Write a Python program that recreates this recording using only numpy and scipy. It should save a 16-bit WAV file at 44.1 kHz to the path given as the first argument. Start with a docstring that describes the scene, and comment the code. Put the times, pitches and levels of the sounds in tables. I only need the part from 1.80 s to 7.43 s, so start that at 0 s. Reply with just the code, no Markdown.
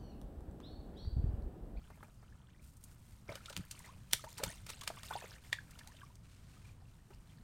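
"""Fresh-caught fish flop in the bilge of a small canoe on a still pond, over a low wavering outdoor rumble.
It opens with faint net rustle (crackling noise), a barely stirred bilge, soft knocks (pitched rings) and
near 1 s small bright net snaps. From 1.5 to 3.8 s the fish flop hardest: slaps (filtered contact and spray
noise), knocks, a loud pop, hull thumps (struck modes), splashes and bubbles (gliding sines). It then calms
to light slaps and snaps, bubbles and net rustle, a knock at 5.3 s and a last faint stir of the water."""
import sys
import numpy as np
from scipy import signal
from scipy.fft import rfft, irfft, next_fast_len
from scipy.io import wavfile
from scipy.ndimage import uniform_filter1d

SR = 44100
rng = np.random.default_rng(int(sys.argv[2]) if len(sys.argv) > 2 else 0)


def transcribe(u):
    """Save the signal u as a 16-bit wav file named by the first command-line argument.

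    u: samples, shape (n,) or (channels, n), limited to [-1, 1]; the rate is SR.
    q: integer samples, one column per channel.
    """
    v = np.clip(np.atleast_2d(u).T, -1, 1)
    q = np.round(v * 32767).astype(np.int16)
    wavfile.write(sys.argv[1], SR, q)


N = 248283
TIME = np.arange(N) / SR  # s
AGE = TIME[:SR // 3]  # s since a hit; the time base of every single hit
TOP_HZ = 16000  # top cut of the microphone, and the highest swarm bubble

# spectrum of the outdoor rumble and hiss: freq_hz, density_db (per Hz)
OUTDOOR_SPECTRUM = [(20, -10.5), (50, -2.5), (80, -4), (108, -2.5), (180, -9), (250, -15.5), (400, -25.5),
                    (700, -28.5), (1300, -28.5), (2200, -38.5), (5000, -40), (9400, -41.5), (16000, -47)]
OUTDOORS_DB = -58.5
# pulls on the net: start_s, length_s, level_db, brightness_db (fine hiss over coarse swish)
NET_PULLS = [(0, 0.37, -74, 9), (0.8, 0.13, -69, 9), (0.995, 0.41, -70, 3), (1.493, 2.1, -68, -4),
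             (3.6, 0.69, -70.5, -2), (4.417, .45, -67.5, -30), (5.053, 0.51, -74.5, -3.5)]
NET_TIGHTEN_S, NET_SLACKEN_S = 0.039, 0.075
# bouts of wriggling that stir the bilge: start_s, length_s, slosh_db, spray_db
WRIGGLE_BOUTS = [(0, 0.26, -76.5, -89), (.42, .33, -77, -91), (1.472, 0.072, -55.5, -65),
                 (1.62, 0.18, -63.5, -65.5), (1.915, 0.14, -64, -65.5), (2.028, 0.034, -57, -67),
                 (2.35, 0.046, -69.5, -57), (2.461, 0.063, -65.5, -59), (2.558, 0.12, -57.5, -66),
                 (2.635, 0.065, -55.5, -51.5), (2.864, 0.08, -59, -56), (3.004, 0.19, -60.5, -62.5),
                 (3.225, 0.083, -58, -53.5), (3.306, 0.075, -53.5, -57), (3.422, .11, -58.5, -64.5),
                 (3.631, 0.033, -63, -67), (3.733, 0.064, -66.5, -73), (3.888, 0.34, -67, -71.5),
                 (5.301, 0.038, -67.5, -78), (5.45, 0.24, -77, -84)]
STIR_S, SETTLE_S, CALM_DB = 0.016, 0.053, -79  # water gets moving, settles, and laps on faintly
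# spray is airborne briefly, thins out, and dribbles on
SPRAY_LAG_S, SPRAY_FALL_S, DRIBBLE_DB = 0.008, 0.049, -80
# spectrum of stirred water: freq_hz, density_db (per Hz)
WASH_SPECTRUM = [(150, -21.5), (500, -1.5), (1200, -6), (2500, -5.5), (6000, -18.5), (16000, -23.5)]
# single large bubbles, and the short pitched ring of a slap at 1.49 s:
# start_s, level_db, starting_pitch_hz, life_s
BUBBLES_AND_SLAP_RING = [(1.491, -37, 2190, 0.007), (1.604, -49, 1270, 0.018), (1.682, -39, 1296, 0.022),
                         (2.043, -44.5, 1946, 0.01), (2.088, -43, 964, 0.03), (2.394, -45.5, 1220, .009),
                         (2.466, -41.5, 846, 0.026), (2.592, -41, 895, 0.012), (2.612, -36.5, 554, .03),
                         (2.681, -46, 1435, .014), (2.697, -41, 1770, .017), (3.019, -41.5, 1070, 0.011),
                         (3.171, -43, 1090, 0.014), (3.307, -36.5, 1420, 0.01), (3.328, -41, 1350, 0.016),
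                         (3.335, -37, 3390, .0075), (3.369, -37.5, 870, 0.012), (3.426, -44, 2450, .015),
                         (3.786, -34, 1600, 0.0098), (4.011, -47.5, 1740, 0.0063),
                         (4.062, -48.5, 703, 0.091), (4.216, -45, 1540, 0.011), (4.232, -41.5, 1076, 0.013),
                         (4.85, -54, 2290, .012), (4.892, -55, 2350, 0.0087), (5.021, -55, 728, 0.011)]
BUBBLE_RISE_OCT_PER_S = 13  # every row of that table climbs in pitch at the same pace
# body knocks on the planks, and one loud short pop at 3.73 s: start_s, level_db,
# starting_pitch_hz, plank_db (trim of plank ring and squelch against the pitched part)
KNOCKS_AND_POP = [(.103, -56.5, 720, 11), (0.174, -57, 604, 2), (.207, -55, 1190, 0),
                  (.229, -45.5, 1340, 2.5), (.283, -57.5, 647, -2.5), (.428, -60, 647, 6.5),
                  (1.487, -45, 426, -8), (1.493, -35.5, 626, -9), (1.505, -39, 590, -6),
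                  (1.519, -40.5, 560, -1.5), (1.555, -44.5, 520, -7), (1.703, -45, 603, 1.5),
                  (2.333, -31.5, 1880, -4.5), (2.440, -41.5, 600, 3.5), (2.600, -39, 494, 1),
                  (2.634, -29, 573, -4.5), (2.899, -48.5, 990, 1), (3.1022, -34.5, 692, -3),
                  (3.3095, -30.5, 875, -11), (3.315, -35, 930, -12), (3.326, -34.5, 1010, -10),
                  (3.354, -28.5, 783, -26), (3.3595, -33.5, 853, -10.5), (3.423, -41.5, 684, -5),
                  (3.441, -43, 506, -0.5), (3.7285, -19.5, 1900, -19.5), (5.305, -49, 384, -1)]
POCKET_CYCLES = 23  # the pitched part falls by 60 dB in this many cycles of its starting pitch
# nominal ringing modes of the planks: pitch_hz, level_db, t60_s
PLANK_MODES = [(460, -6, 0.089), (615, -3.5, 0.12), (825, 3.5, 0.043), (1370, -1.5, 0.032),
               (1630, -1.5, 0.06), (1778, -5.5, 0.041), (2030, -10.5, 0.039)]
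# spectrum of squelching wet skin: freq_hz, density_db (per Hz)
SQUELCH_SPECTRUM = [(150, -10), (500, -1.5), (1200, 4.5), (2200, -11), (3500, -19.5), (12000, -20.5)]
# wet slaps, and small bright snaps of the tugged net: start_s, level_db, contact_s, centre_hz, width_hz
SLAPS_AND_SNAPS = [(.968, -53, .003, 8700, 2500), (1.039, -41.5, 0.002, 9800, 4000),
                   (1.5546, -36, 0.0018, 3180, 6040), (1.658, -38, .0024, 3670, 1500),
                   (1.697, -38.5, 0.0034, 4570, 3500), (1.727, -40.5, .003, 2200, 2500),
                   (1.766, -28.5, 0.00073, 2980, 2960), (1.775, -36, 0.0011, 3970, 8000),
                   (1.8522, -51.5, 0.00075, 12000, 6000), (1.911, -32.5, 0.0026, 5700, 4900),
                   (1.992, -43, 0.0011, 9000, 4000), (2.3104, -43, 0.0036, 3200, 5000),
                   (2.327, -33, .003, 5000, 9000), (2.3337, -15.5, 0.00049, 4030, 2780),
                   (2.3332, -17.5, 0.00036, 10400, 6000), (2.444, -43.5, 0.0031, 5000, 8000),
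                   (2.579, -33.5, .005, 5000, 8000), (2.6366, -22, 0.0018, 4220, 8000),
                   (2.865, -38.5, 0.0027, 3070, 7000), (2.89, -33.5, 0.0075, 2500, 6000),
                   (2.901, -33, 0.002, 3020, 7000), (3.0108, -36, 0.0032, 3600, 3000),
                   (3.034, -37.5, 0.0035, 2150, 5900), (3.0755, -27.5, 0.0022, 1900, 2500),
                   (3.0773, -26, .001, 3950, 4500), (3.233, -38.5, 0.0014, 2600, 5000),
                   (3.7288, -23.5, 0.0013, 2920, 1420), (3.908, -48, 0.0041, 7000, 6900),
                   (3.989, -41, 0.0039, 3340, 3840), (4.0743, -42.5, .0012, 5200, 5970),
                   (4.166, -49, 0.0036, 3500, 1200), (4.355, -52, .0017, 6030, 2500)]
SPRAY_DB = -10  # every hit carries the same share of spray noise
SWEEP_DB, SWEEP_S = -18, 0.0039  # a swish swells just before each hit
# heavy bodies landing on the hull: start_s, level_db
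HULL_THUMPS = [(1.491, -38), (1.772, -33.5), (1.794, -30), (2.331, -39.5), (2.633, -37), (2.669, -33)]
# nominal modes of the floating hull: pitch_hz, level_db, t60_s
HULL_MODES = [(73.6, -11, 0.032), (106, -5, 0.077), (173.5, -2, 0.048), (260, -6, 0.031)]
# response of the microphone: freq_hz, gain_db
MICROPHONE_RESPONSE = [(20, 3), (5000, -3.5), (6500, -3.5), (9200, -0.5), (10500, -7), (11800, -6.5),
                       (13200, -1.5), (14500, -6.5), (16000, -6.5)]


def undb(db):
    """Decibels to gain."""
    return 10 ** (np.asarray(db) / 20)


def unit(x):
    """Scale to rms 1."""
    return x / np.sqrt(np.mean(x ** 2))


def blow(x):
    """Scale a short sound to the energy of one millisecond at full scale."""
    return x * np.sqrt(SR / 1000 / np.sum(x ** 2))


def fade(t60, age=AGE):
    """Exponential decay by 60 dB in t60 seconds."""
    return np.exp(-np.log(1000) * age / t60)


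def add(track, s, sound):
    """Mix a sound into the track at time s."""
    i = min(max(int(s * SR), 0), N)
    track[i:i + len(sound)] += sound[:N - i]


def gesture(s, length, attack, release):
    """Envelope of one movement: builds up, holds until its length is over, dies away."""
    build = np.clip((TIME - s) / attack, 0, 1)
    return build * np.exp(-np.maximum(TIME - s - length, 0) / release)


def walk(rate, size=N):
    """Smooth random wander with an rms of 1, heading for a new value rate times a second."""
    k = int(SR / rate)
    steps = np.repeat(rng.standard_normal(size // k + 1), k)
    return unit(uniform_filter1d(steps, k)[:size])


def resonate(x, hz, width):
    """Two-pole band-pass around hz, with a limit on centre and width."""
    hz = min(hz, 0.4 * SR)
    q = max(hz / width, 3 * hz / SR)
    return signal.lfilter(*signal.iirpeak(hz, q, fs=SR), x)


def colour(x, points):
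    """Causal minimum-phase filter with the given (Hz, dB) response."""
    hz, db = np.transpose(points)
    size = next_fast_len(len(x) + SR // 4) // 2 * 2
    bins_hz = np.arange(size // 2 + 1) * SR / size + 1  # 1 Hz up, so the log is finite
    gain = undb(np.interp(np.log(bins_hz), np.log(hz), db))
    # folding the cepstrum onto positive time makes the filter causal
    cepstrum = irfft(np.log(gain))
    cepstrum[1:size // 2] *= 2
    cepstrum[size // 2 + 1:] = 0
    return irfft(rfft(x, size) * np.exp(rfft(cepstrum)))[:len(x)]


def crackle(rate, size_db, t60):
    """Dense tiny clicks of uneven size, rate per second, layered with a short noise tail behind each."""
    chance, size = rng.random(N), np.clip(rng.standard_normal(N), -2, 2)
    clicks = (chance < rate / SR) * undb(size_db * size) * rng.choice([-1, 1], N)
    tail_power = np.abs(signal.fftconvolve(clicks ** 2, fade(t60) ** 2)[:N])
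    tail = rng.standard_normal(N) * np.sqrt(tail_power)
    return unit(unit(clicks) + unit(tail))


def bubble(hz, life, rise, swell=0.2):
    """A pocket of air swells into its ring and climbs rise octaves over its life as it nears the surface."""
    age = TIME[:int(2 * life * SR)] / life  # in lives
    pitch = hz * 2 ** (rise * np.minimum(age, 1))
    return blow(age * np.exp(-age / swell) * np.sin(2 * np.pi * np.cumsum(pitch) / SR))


def swarm(centre_hz, octaves, size_db, cycles, count):
    """A crowd of bubbles of uneven size and pitch, rms 1; higher ones ring shorter."""
    out = np.zeros(N)
    spread = octaves * np.clip(rng.standard_normal(128), -2, 2)
    pitches = np.minimum(centre_hz * 2 ** spread, TOP_HZ)
    shapes = [bubble(hz, cycles / hz, rng.uniform(0, 0.43)) for hz in pitches]
    times = rng.uniform(0, N / SR, count)
    sizes = undb(size_db * np.clip(rng.standard_normal(count), -2, 2))
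    for k in range(count):
        add(out, times[k], sizes[k] * shapes[k % len(shapes)])
    return unit(out)


def ring(modes):
    """Struck modes; every spot of the boat weights and tunes them a little differently."""
    chance = rng.standard_normal((len(modes), 2)) * [2, 0.025]  # dB, fraction of pitch
    out = np.zeros(len(AGE))
    for (hz, db, t60), (off_db, detune) in zip(modes, chance):
        out += undb(db + off_db) * fade(t60) * np.sin(2 * np.pi * hz * (1 + detune) * AGE)
    return blow(out)


def outdoors(waver_db=1.0):
    """A low, gently wavering rumble with a faint hiss above, made of coloured noise."""
    air = unit(colour(rng.standard_normal(N), OUTDOOR_SPECTRUM))
    return undb(OUTDOORS_DB) * air * undb(waver_db * walk(14))


def net(catch_db=2.0, catch_per_s=22):
    """Thin strands catch and slip: a fine hiss when pulled taut, a coarser swish when lifted in a bunch."""
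    fine = unit(resonate(crackle(rate=4500, size_db=13, t60=0.02), 9800, 9000))
    coarse = unit(resonate(crackle(rate=5000, size_db=8.5, t60=0.021), 2400, 5000))
    out = np.zeros(N)
    for s, length, db, bright_db in NET_PULLS:
        bright = undb(bright_db)
        rustle = (bright * fine + coarse) / np.hypot(bright, 1)
        out += undb(db) * gesture(s, length, NET_TIGHTEN_S, NET_SLACKEN_S) * rustle
    return out * undb(catch_db * walk(catch_per_s))


def bilge(wash_db=-5.0):
    """Large bubbles and one slap's ring (rising sines) over a swarm of small bubbles and stirred water."""
    rings = np.zeros(N)
    for s, db, hz, life in BUBBLES_AND_SLAP_RING:
        add(rings, s, undb(db) * bubble(hz, life, BUBBLE_RISE_OCT_PER_S * life, swell=0.21))
    small = swarm(centre_hz=1819, octaves=0.78, size_db=6.5, cycles=8.4, count=1900)
    wash = unit(colour(rng.standard_normal(N), WASH_SPECTRUM))
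    stirs = [undb(db) * gesture(s, length, STIR_S, SETTLE_S) for s, length, db, _ in WRIGGLE_BOUTS]
    slosh = np.hypot(undb(CALM_DB), np.linalg.norm(stirs, axis=0))  # bouts add in power
    return rings + slosh * (small + undb(wash_db) * wash)


def droplets(patter_db=-2):
    """Thrown water patters back onto fish and planks; tiny bubbles fizz in it."""
    fizz = swarm(centre_hz=5960, octaves=0.6, size_db=4.5, cycles=17, count=2400)
    patter = unit(resonate(crackle(rate=1100, size_db=12.5, t60=0.061), 6500, 11000))
    showers = [undb(db) * gesture(s + SPRAY_LAG_S, length, STIR_S, SPRAY_FALL_S)
               for s, length, _, db in WRIGGLE_BOUTS]
    spray = np.hypot(undb(DRIBBLE_DB), np.linalg.norm(showers, axis=0))
    return spray * unit(fizz + undb(patter_db) * patter)


def drips(level_db=-81):
    """The wet net drips faintly into the bilge at random moments, each drip a bubble."""
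    return undb(level_db) * swarm(centre_hz=1920, octaves=0.5, size_db=3.5, cycles=21, count=45)


def knocks_and_pop(onset_s=0.0014, rise_per_s=3.6, wobble=0.072, squelch_db=-1.5, squelch_t60=0.059):
    """A body squeezes water against ringing planks and wet skin squelches; one pop shares this recipe."""
    out = np.zeros(N)
    for s, db, hz, plank_db in KNOCKS_AND_POP:
        # in a knock the water pocket shrinks unevenly, so its pitch rises and wobbles
        pitch = hz * (1 + rise_per_s * AGE + wobble * walk(450, size=len(AGE)))
        envelope = fade(POCKET_CYCLES / hz) * (1 - np.exp(-AGE / onset_s))
        pocket = envelope * np.sin(2 * np.pi * np.cumsum(pitch) / SR)
        squelch = colour(rng.standard_normal(len(AGE)) * fade(squelch_t60), SQUELCH_SPECTRUM)
        planks = 0.72 * ring(PLANK_MODES) + undb(squelch_db) * blow(squelch)
        add(out, s, undb(db) * (blow(pocket) + undb(plank_db) * planks))
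    return out


def slaps_and_snaps(snap_contact_s=0.0015, spray_t60=0.073, grain_db=4.0):
    """Wet slaps and net snaps: a contact, then a short burst of spray noise. Quick contacts click more."""
    out = np.zeros(N)
    for s, db, contact, hz, width in SLAPS_AND_SNAPS:
        film, drops, skim = rng.standard_normal((3, len(AGE)))
        # short contacts lean to a single click, long ones to a smear of noise
        snap = np.exp(-contact / snap_contact_s)
        click = blow(signal.unit_impulse(len(AGE)))
        smear = blow(film * np.sqrt(AGE) * np.exp(-AGE / contact))
        push = snap * click + (1 - snap) * smear
        grain = undb(grain_db * walk(500, size=len(AGE)))
        spray = drops * fade(spray_t60) * (1 - np.exp(-AGE / contact)) * grain
        # the spray is broader in pitch than the contact
        thrown = undb(SPRAY_DB) * blow(resonate(spray, hz, 1.7 * width))
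        add(out, s, undb(db) * (blow(resonate(push, hz, width)) + thrown))
        # the sweep swells up to the moment of the hit
        sweep = skim * np.exp((AGE - AGE[-1]) / SWEEP_S)
        add(out, s - AGE[-1], undb(db + SWEEP_DB) * blow(resonate(sweep, hz, width)))
    return out


def thumps(push_s=0.0073):
    """Soft, heavy blows move only the low modes of the hull."""
    out = np.zeros(N)
    for s, db in HULL_THUMPS:
        add(out, s, undb(db) * blow(ring(HULL_MODES) * (1 - np.exp(-AGE / push_s))))
    return out


def surroundings(x, side_s=0.0033, side_db=-15, bank_db=-15, bank_t60=0.2):
    """A quick reflection off the side of the boat, then a faint scatter from the leafy bank."""
    scatter = rng.standard_normal(len(AGE)) * fade(bank_t60) * (1 - np.exp(-AGE / 0.00077))
    echo = resonate(scatter, 4500, 10000)
    echo = undb(bank_db) * echo / np.linalg.norm(echo)
    side = np.interp(TIME - side_s, TIME, resonate(x, 2000, 3700))
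    return x + undb(side_db) * side + signal.fftconvolve(x, echo)[:N]


def scene():
    """Fish, water and net snaps in the boat with their reflections, plus net rustle and the open air."""
    boat = bilge() + droplets() + drips() + knocks_and_pop() + slaps_and_snaps() + thumps()
    return (outdoors() + net() + surroundings(boat))[None]


def record(dry):
    """A small microphone with an uneven treble and a steep top cut."""
    heard = colour(dry[0], MICROPHONE_RESPONSE)[None]
    top_cut = signal.ellip(10, 0.2, 70, TOP_HZ, fs=SR, output="sos")
    return signal.sosfilt(top_cut, heard)


dry = scene()
out = record(dry)
transcribe(out)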